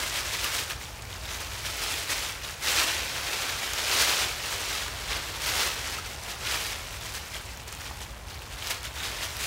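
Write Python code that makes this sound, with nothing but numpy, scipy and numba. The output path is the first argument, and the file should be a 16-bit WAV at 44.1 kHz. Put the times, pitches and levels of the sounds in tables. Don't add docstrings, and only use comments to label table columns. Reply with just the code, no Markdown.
import sys
import numpy as np
from scipy import signal
from scipy.fft import rfft, irfft
from scipy.io import wavfile
from scipy.ndimage import uniform_filter1d
from numba import njit

SR = 44100
rng = np.random.default_rng(int(sys.argv[2]) if len(sys.argv) > 2 else 0)


def master_out(mix):
    frames = np.transpose(np.atleast_2d(mix))
    ceiling = np.clip(frames, -1, 1)
    pcm = np.round(ceiling * 32767).astype(np.int16)
    wavfile.write(sys.argv[1], SR, pcm)


N = 417186


def undb(db):
    return 10 ** (np.asarray(db) / 20)


def on_log(hz, table):
    table_hz, db = np.transpose(table)
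    return np.interp(np.log(hz), np.log(table_hz), db)


def walk(rate_hz):
    hold = int(SR / rate_hz)
    steps = np.repeat(rng.standard_normal(N // hold + 1), hold)
    return 1.13 * uniform_filter1d(uniform_filter1d(steps, hold), hold)[:N]


@njit
def ring(start_s, hz, cycles, gain, phase_turns):
    out = np.zeros(N)
    for g in range(len(start_s)):
        first, length = int(start_s[g] * SR), int(cycles[g] * SR / hz[g]) + 2
        pole = np.exp(2j * np.pi * hz[g] / SR - np.log(100) / length)
        phasor = gain[g] * np.exp(2j * np.pi * phase_turns[g])
        for k in range(first, min(first + length, N)):
            out[k] += phasor.imag
            phasor *= pole
    return out


def handling(at_s):
    # time in seconds, then crinkle level, thin-crease brightness, panel billow in relative dB.
    steady = [(0.0, -31.8, -9.3, -10), (0.5, -39.2, -8.6, -10), (1.0, -44.6, -8.4, -10),
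              (1.49, -37.7, -9.2, -10), (1.99, -32.4, -7.9, -12), (2.49, -51.5, -10.1, -12),
              (2.99, -32.7, -11.7, -9), (3.48, -31.2, -10.3, -8), (3.98, -35.9, -10.1, -9),
              (4.48, -42.3, -11.6, -8), (4.98, -36.9, -10.5, -8), (5.48, -37.4, -10.3, -7),
              (5.97, -40.6, -9.2, -8), (6.47, -43.8, -10.5, -9), (6.97, -41.1, -8.1, -11),
              (7.47, -43, -8.5, -11), (7.97, -56, -7.1, -11), (8.46, -44.8, -10.8, -10),
              (8.96, -60, -8.1, -12), (9.46, -31.2, -7.2, -14)]
    # peak in seconds, level in relative dB, half-power length in ms, brightness in relative dB.
    tugs = [(0.164, -34.3, 43, -8.0), (0.329, -31.1, 35, -8.5), (0.421, -36.9, 245, -9.3),
            (0.442, -29.9, 25, -6.6), (0.562, -31.5, 80, -6.6), (0.71, -34.5, 28, -9.7),
            (0.825, -38.5, 28, -10.2), (1.054, -42.9, 16, -11.9), (1.128, -41.1, 58, -11.4),
            (1.308, -36.2, 105, -10.0), (1.412, -36.6, 17, -6.4), (1.657, -35.4, 30, -9.3),
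            (1.858, -34.4, 85, -7.8), (2.112, -28.2, 41, -8.0), (2.199, -31.8, 143, -9.1),
            (2.445, -35.8, 18, -10.7), (2.475, -38.1, 118, -9.5), (2.679, -27.6, 89, -8.3),
            (2.773, -25.7, 161, -9.1), (3.326, -33.3, 32, -10.9), (3.999, -25.0, 302, -10.3),
            (4.003, -23.9, 42, -6.3), (4.205, -27.5, 46, -9.5), (4.534, -32.4, 204, -9.1),
            (4.732, -32.3, 152, -9.2), (4.821, -36.0, 15, -9.9), (5.123, -30.4, 90, -14.0),
            (5.453, -33.6, 58, -5.0), (5.578, -29.5, 187, -8.7), (5.594, -29.3, 45, -10.1),
            (5.812, -35.3, 122, -10.2), (5.934, -35.6, 50, -10.0), (5.982, -33.6, 18, -11.7),
            (6.065, -40.2, 32, -7.1), (6.108, -38.0, 27, -7.6), (6.238, -41.3, 39, -6.2),
            (6.306, -35.0, 56, -9.8), (6.472, -30.2, 81, -12.4), (6.55, -32.2, 224, -8.4),
            (7.051, -40.2, 78, -10.3), (7.154, -37.3, 33, -7.0), (7.358, -39.2, 35, -13.0),
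            (7.681, -41.6, 17, -7.5), (7.724, -42.3, 18, -6.5), (7.859, -40.4, 20, -10.0),
            (7.869, -42.6, 268, -8.8), (8.013, -42.1, 28, -7.8), (8.17, -48.8, 19, -8.7),
            (8.302, -44.9, 63, -8.3), (8.42, -42.5, 12, -10.3), (8.528, -43.5, 39, -10.1),
            (8.661, -36.8, 142, -9.9), (8.709, -31.3, 21, -7.2), (8.857, -37.3, 47, -8.7),
            (9.072, -33.7, 210, -10.7), (9.242, -34.7, 40, -6.7)]
    t = np.arange(N * 1000 // SR + 2) / 1000
    knot_s, *columns = np.transpose(steady)
    steady_db, steady_bright_db, billow_db = (np.interp(t, knot_s, c) for c in columns)
    peak_s, tug_db, length_ms, tug_bright_db = np.transpose(tugs)[:, :, None]
    half_s = length_ms / 1000 * np.where(t < peak_s, .4, .6)
    tug_power = undb(2 * tug_db) * .5 ** (((t - peak_s) / half_s) ** 2)
    steady_power = undb(2 * steady_db)
    power = steady_power + tug_power.sum(axis=0)
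    bright_db = (steady_power * steady_bright_db + (tug_power * tug_bright_db).sum(axis=0)) / power
    return [np.interp(at_s, t, c) for c in (10 * np.log10(power), bright_db, billow_db)]


def crinkle(max_creases_per_s=22000, busy_db=-32.5, lead_db=2.5, lead_width_oct=.63):
    # frequency in Hz, density in relative dB.
    sheet = [(250, -35), (430, -3), (870, -3.5), (1300, 2.5), (2700, 2.5), (5600, 0.5), (8000, -5.5),
             (11500, -12.5), (16000, -12.5)]
    count = int(max_creases_per_s * N / SR)
    u_time, u_pitch, u_cycles, u_size, u_buckle, u_sign = rng.random((count, 6)).T
    start_s = u_time * N / SR
    hz = (16 + 110 * u_pitch) ** 2
    cycles = 3.5 + 9 * u_cycles ** 2
    level_db, bright_db, billow_db = handling(start_s)
    effort_db = level_db - busy_db
    share = np.clip(undb(effort_db), .21, 1)
    billow_db = billow_db - .5 * effort_db
    small = np.clip(np.log2(hz / 4000) / 1.15, 0, 1)
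    large = np.clip(np.log2(1500 / hz) / .74, 0, 1)
    colour_db = on_log(hz, sheet) + small * (bright_db + 12) + large * (billow_db + 9)
    lead_hz = 2800 * 2 ** (.02 * effort_db)
    colour_db += lead_db * np.exp(-(np.log2(hz / lead_hz) / lead_width_oct) ** 2)
    clump_db = 1.5 * walk(45) + .72 * walk(160)
    clump_db = clump_db[(start_s * SR).astype(int)] * (1 - .6 * large)
    spread_db = np.clip(3 - .033 * effort_db, .5, 4)
    size_db = np.minimum(-spread_db * np.log(1 - u_size), 12)
    size_db += 10 * np.log10(1 - spread_db * np.log(10) / 10)
    gain = undb(colour_db + level_db + clump_db + size_db) * (u_buckle < share)
    gain *= (hz / 3000) ** .75 / np.sqrt(share * cycles)
    return undb(4.5) * ring(start_s, hz, cycles, gain, .5 * (u_sign > .5))


def trunk_echo(tarp, level_db=-8.5, t60_s=.52, rise_s=.00091, frame=4096):
    t = np.arange(3 * frame) / SR
    starts = np.arange(-frame // 2, N, frame // 2)
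    envelope = undb(-60 * t / t60_s) * (1 - np.exp(-t / rise_s))
    tails = signal.lfilter([1], [1, -.3], rng.standard_normal((len(starts), len(t))) * envelope)
    tails /= np.sqrt(np.sum(tails ** 2, axis=1, keepdims=True))
    frames = np.pad(tarp, frame)[starts[:, None] + frame + np.arange(frame)] * np.hanning(frame)
    echoes = irfft(rfft(frames, 4 * frame) * rfft(tails, 4 * frame))
    out = np.zeros(N + 5 * frame)
    for start, echo in zip(starts, echoes):
        out[start + frame:start + 5 * frame] += echo
    return undb(level_db) * out[frame:frame + N]


def far_traffic(rms_db=-42.5, swell_db=.7):
    # frequency in Hz, density in relative dB.
    spectrum = [(12, -50), (25, -24), (40, 3.5), (55, 11.5), (75, 7.5), (110, 3.5), (170, -6), (300, -13),
                (900, -9.5), (2500, -20.5), (8000, -30.5), (16000, -43.5)]
    hz = np.maximum(np.fft.rfftfreq(N, 1 / SR), 1)
    rumble = irfft(rfft(rng.standard_normal(N)) * undb(on_log(hz, spectrum)), N)
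    return rumble / np.std(rumble) * undb(rms_db + swell_db * walk(2))


def fold_snaps(cracks=3, gap_s=.0012):
    # start in seconds, facet peak in relative dB, facet pitch in Hz,
    # edge peak in relative dB, facet ring in cycles.
    folds = [(0.2795, -19, 3530, -29, 10), (0.3945, -15, 3360, -30, 10), (0.444, -9, 3000, -17, 7.3),
             (0.553, -15, 3300, -24, 8), (0.8131, -26, 2220, -31, 10), (1.0223, -25, 4820, -29, 10),
             (1.1293, -18, 3210, -39, 10), (1.2547, -18, 3770, -35, 10), (1.915, -19, 2500, -29, 8),
             (1.9404, -14, 3360, -23, 10), (2.096, -20, 2000, -27, 15), (2.297, -21, 3000, -36, 25),
             (2.3223, -18, 5710, -34, 10), (2.447, -21, 3720, -38, 34), (3.7345, -10, 6590, -19, 11),
             (4.0225, -17, 5470, -22, 20), (4.114, -15, 2920, -28, 14), (4.882, -21, 1660, -23, 10),
             (5.133, -13, 3450, -30, 10), (5.8447, -18, 2190, -30, 12), (5.984, -24, 1320, -36, 25),
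             (6.604, -22, 3010, -26, 10), (6.908, -24, 2670, -31, 10), (7.152, -17, 5360, -27, 11),
             (7.3456, -19, 3230, -33, 10), (7.3659, -18, 2970, -33, 10), (7.5735, -22, 6360, -32, 10),
             (7.6797, -21, 7130, -31, 10), (7.726, -24, 2230, -24, 10), (7.7505, -28, 2710, -27, 8.8),
             (7.911, -22.5, 880, -45, 6.1), (8.3435, -27, 4610, -36, 10), (8.4198, -22.5, 2630, -34, 11),
             (8.5387, -25, 3700, -33, 10), (8.6247, -17, 3080, -33, 10), (8.6715, -12, 5400, -25, 10),
             (8.7081, -16, 3580, -17, 10), (8.713, -20, 2270, -34, 22), (8.8311, -30, 3540, -26, 25),
             (8.8553, -21, 3450, -27, 30), (8.963, -23, 3810, -32, 10), (9.0025, -22, 3670, -41, 28),
             (9.0339, -16, 3530, -31, 28), (9.246, -21, 3140, -34, 22), (9.3679, -17, 5400, -23, 10)]
    start_s, facet_db, hz, edge_db, cycles = np.repeat(folds, cracks, axis=0).T
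    u_time, u_fade, u_pitch = rng.random((len(hz), 3)).T
    order = np.tile(np.arange(cracks), len(folds))
    start_s = start_s + gap_s * order * (.5 + u_time)
    fade_db = -order * (5 + 3 * u_fade)
    phase_turns = .5 * (u_fade > .5)
    facet_hz = hz * 2 ** (.26 * order * (u_pitch - .5))
    edge_hz = 7000 + 6000 * u_pitch
    facet = ring(start_s, facet_hz, cycles, undb(facet_db + fade_db), phase_turns)
    edge = ring(start_s, edge_hz, np.full(len(hz), 4.5), undb(edge_db + fade_db), phase_turns)
    return undb(-5) * facet + undb(6.5) * edge


def scene(low_cut_hz=289):
    low_cut = signal.butter(3, low_cut_hz, "high", fs=SR, output="sos")
    tarp = signal.sosfilt(low_cut, crinkle() + fold_snaps())
    return np.tile(tarp + trunk_echo(tarp) + far_traffic(), (2, 1))


def record(dry):
    hiss_db, top_hz = -58, 15770
    heard = dry + undb(hiss_db) * rng.standard_normal(N)
    return signal.sosfilt(signal.ellip(14, .3, 80, top_hz, fs=SR, output="sos"), heard)


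dry = scene()
out = record(dry)
master_out(out)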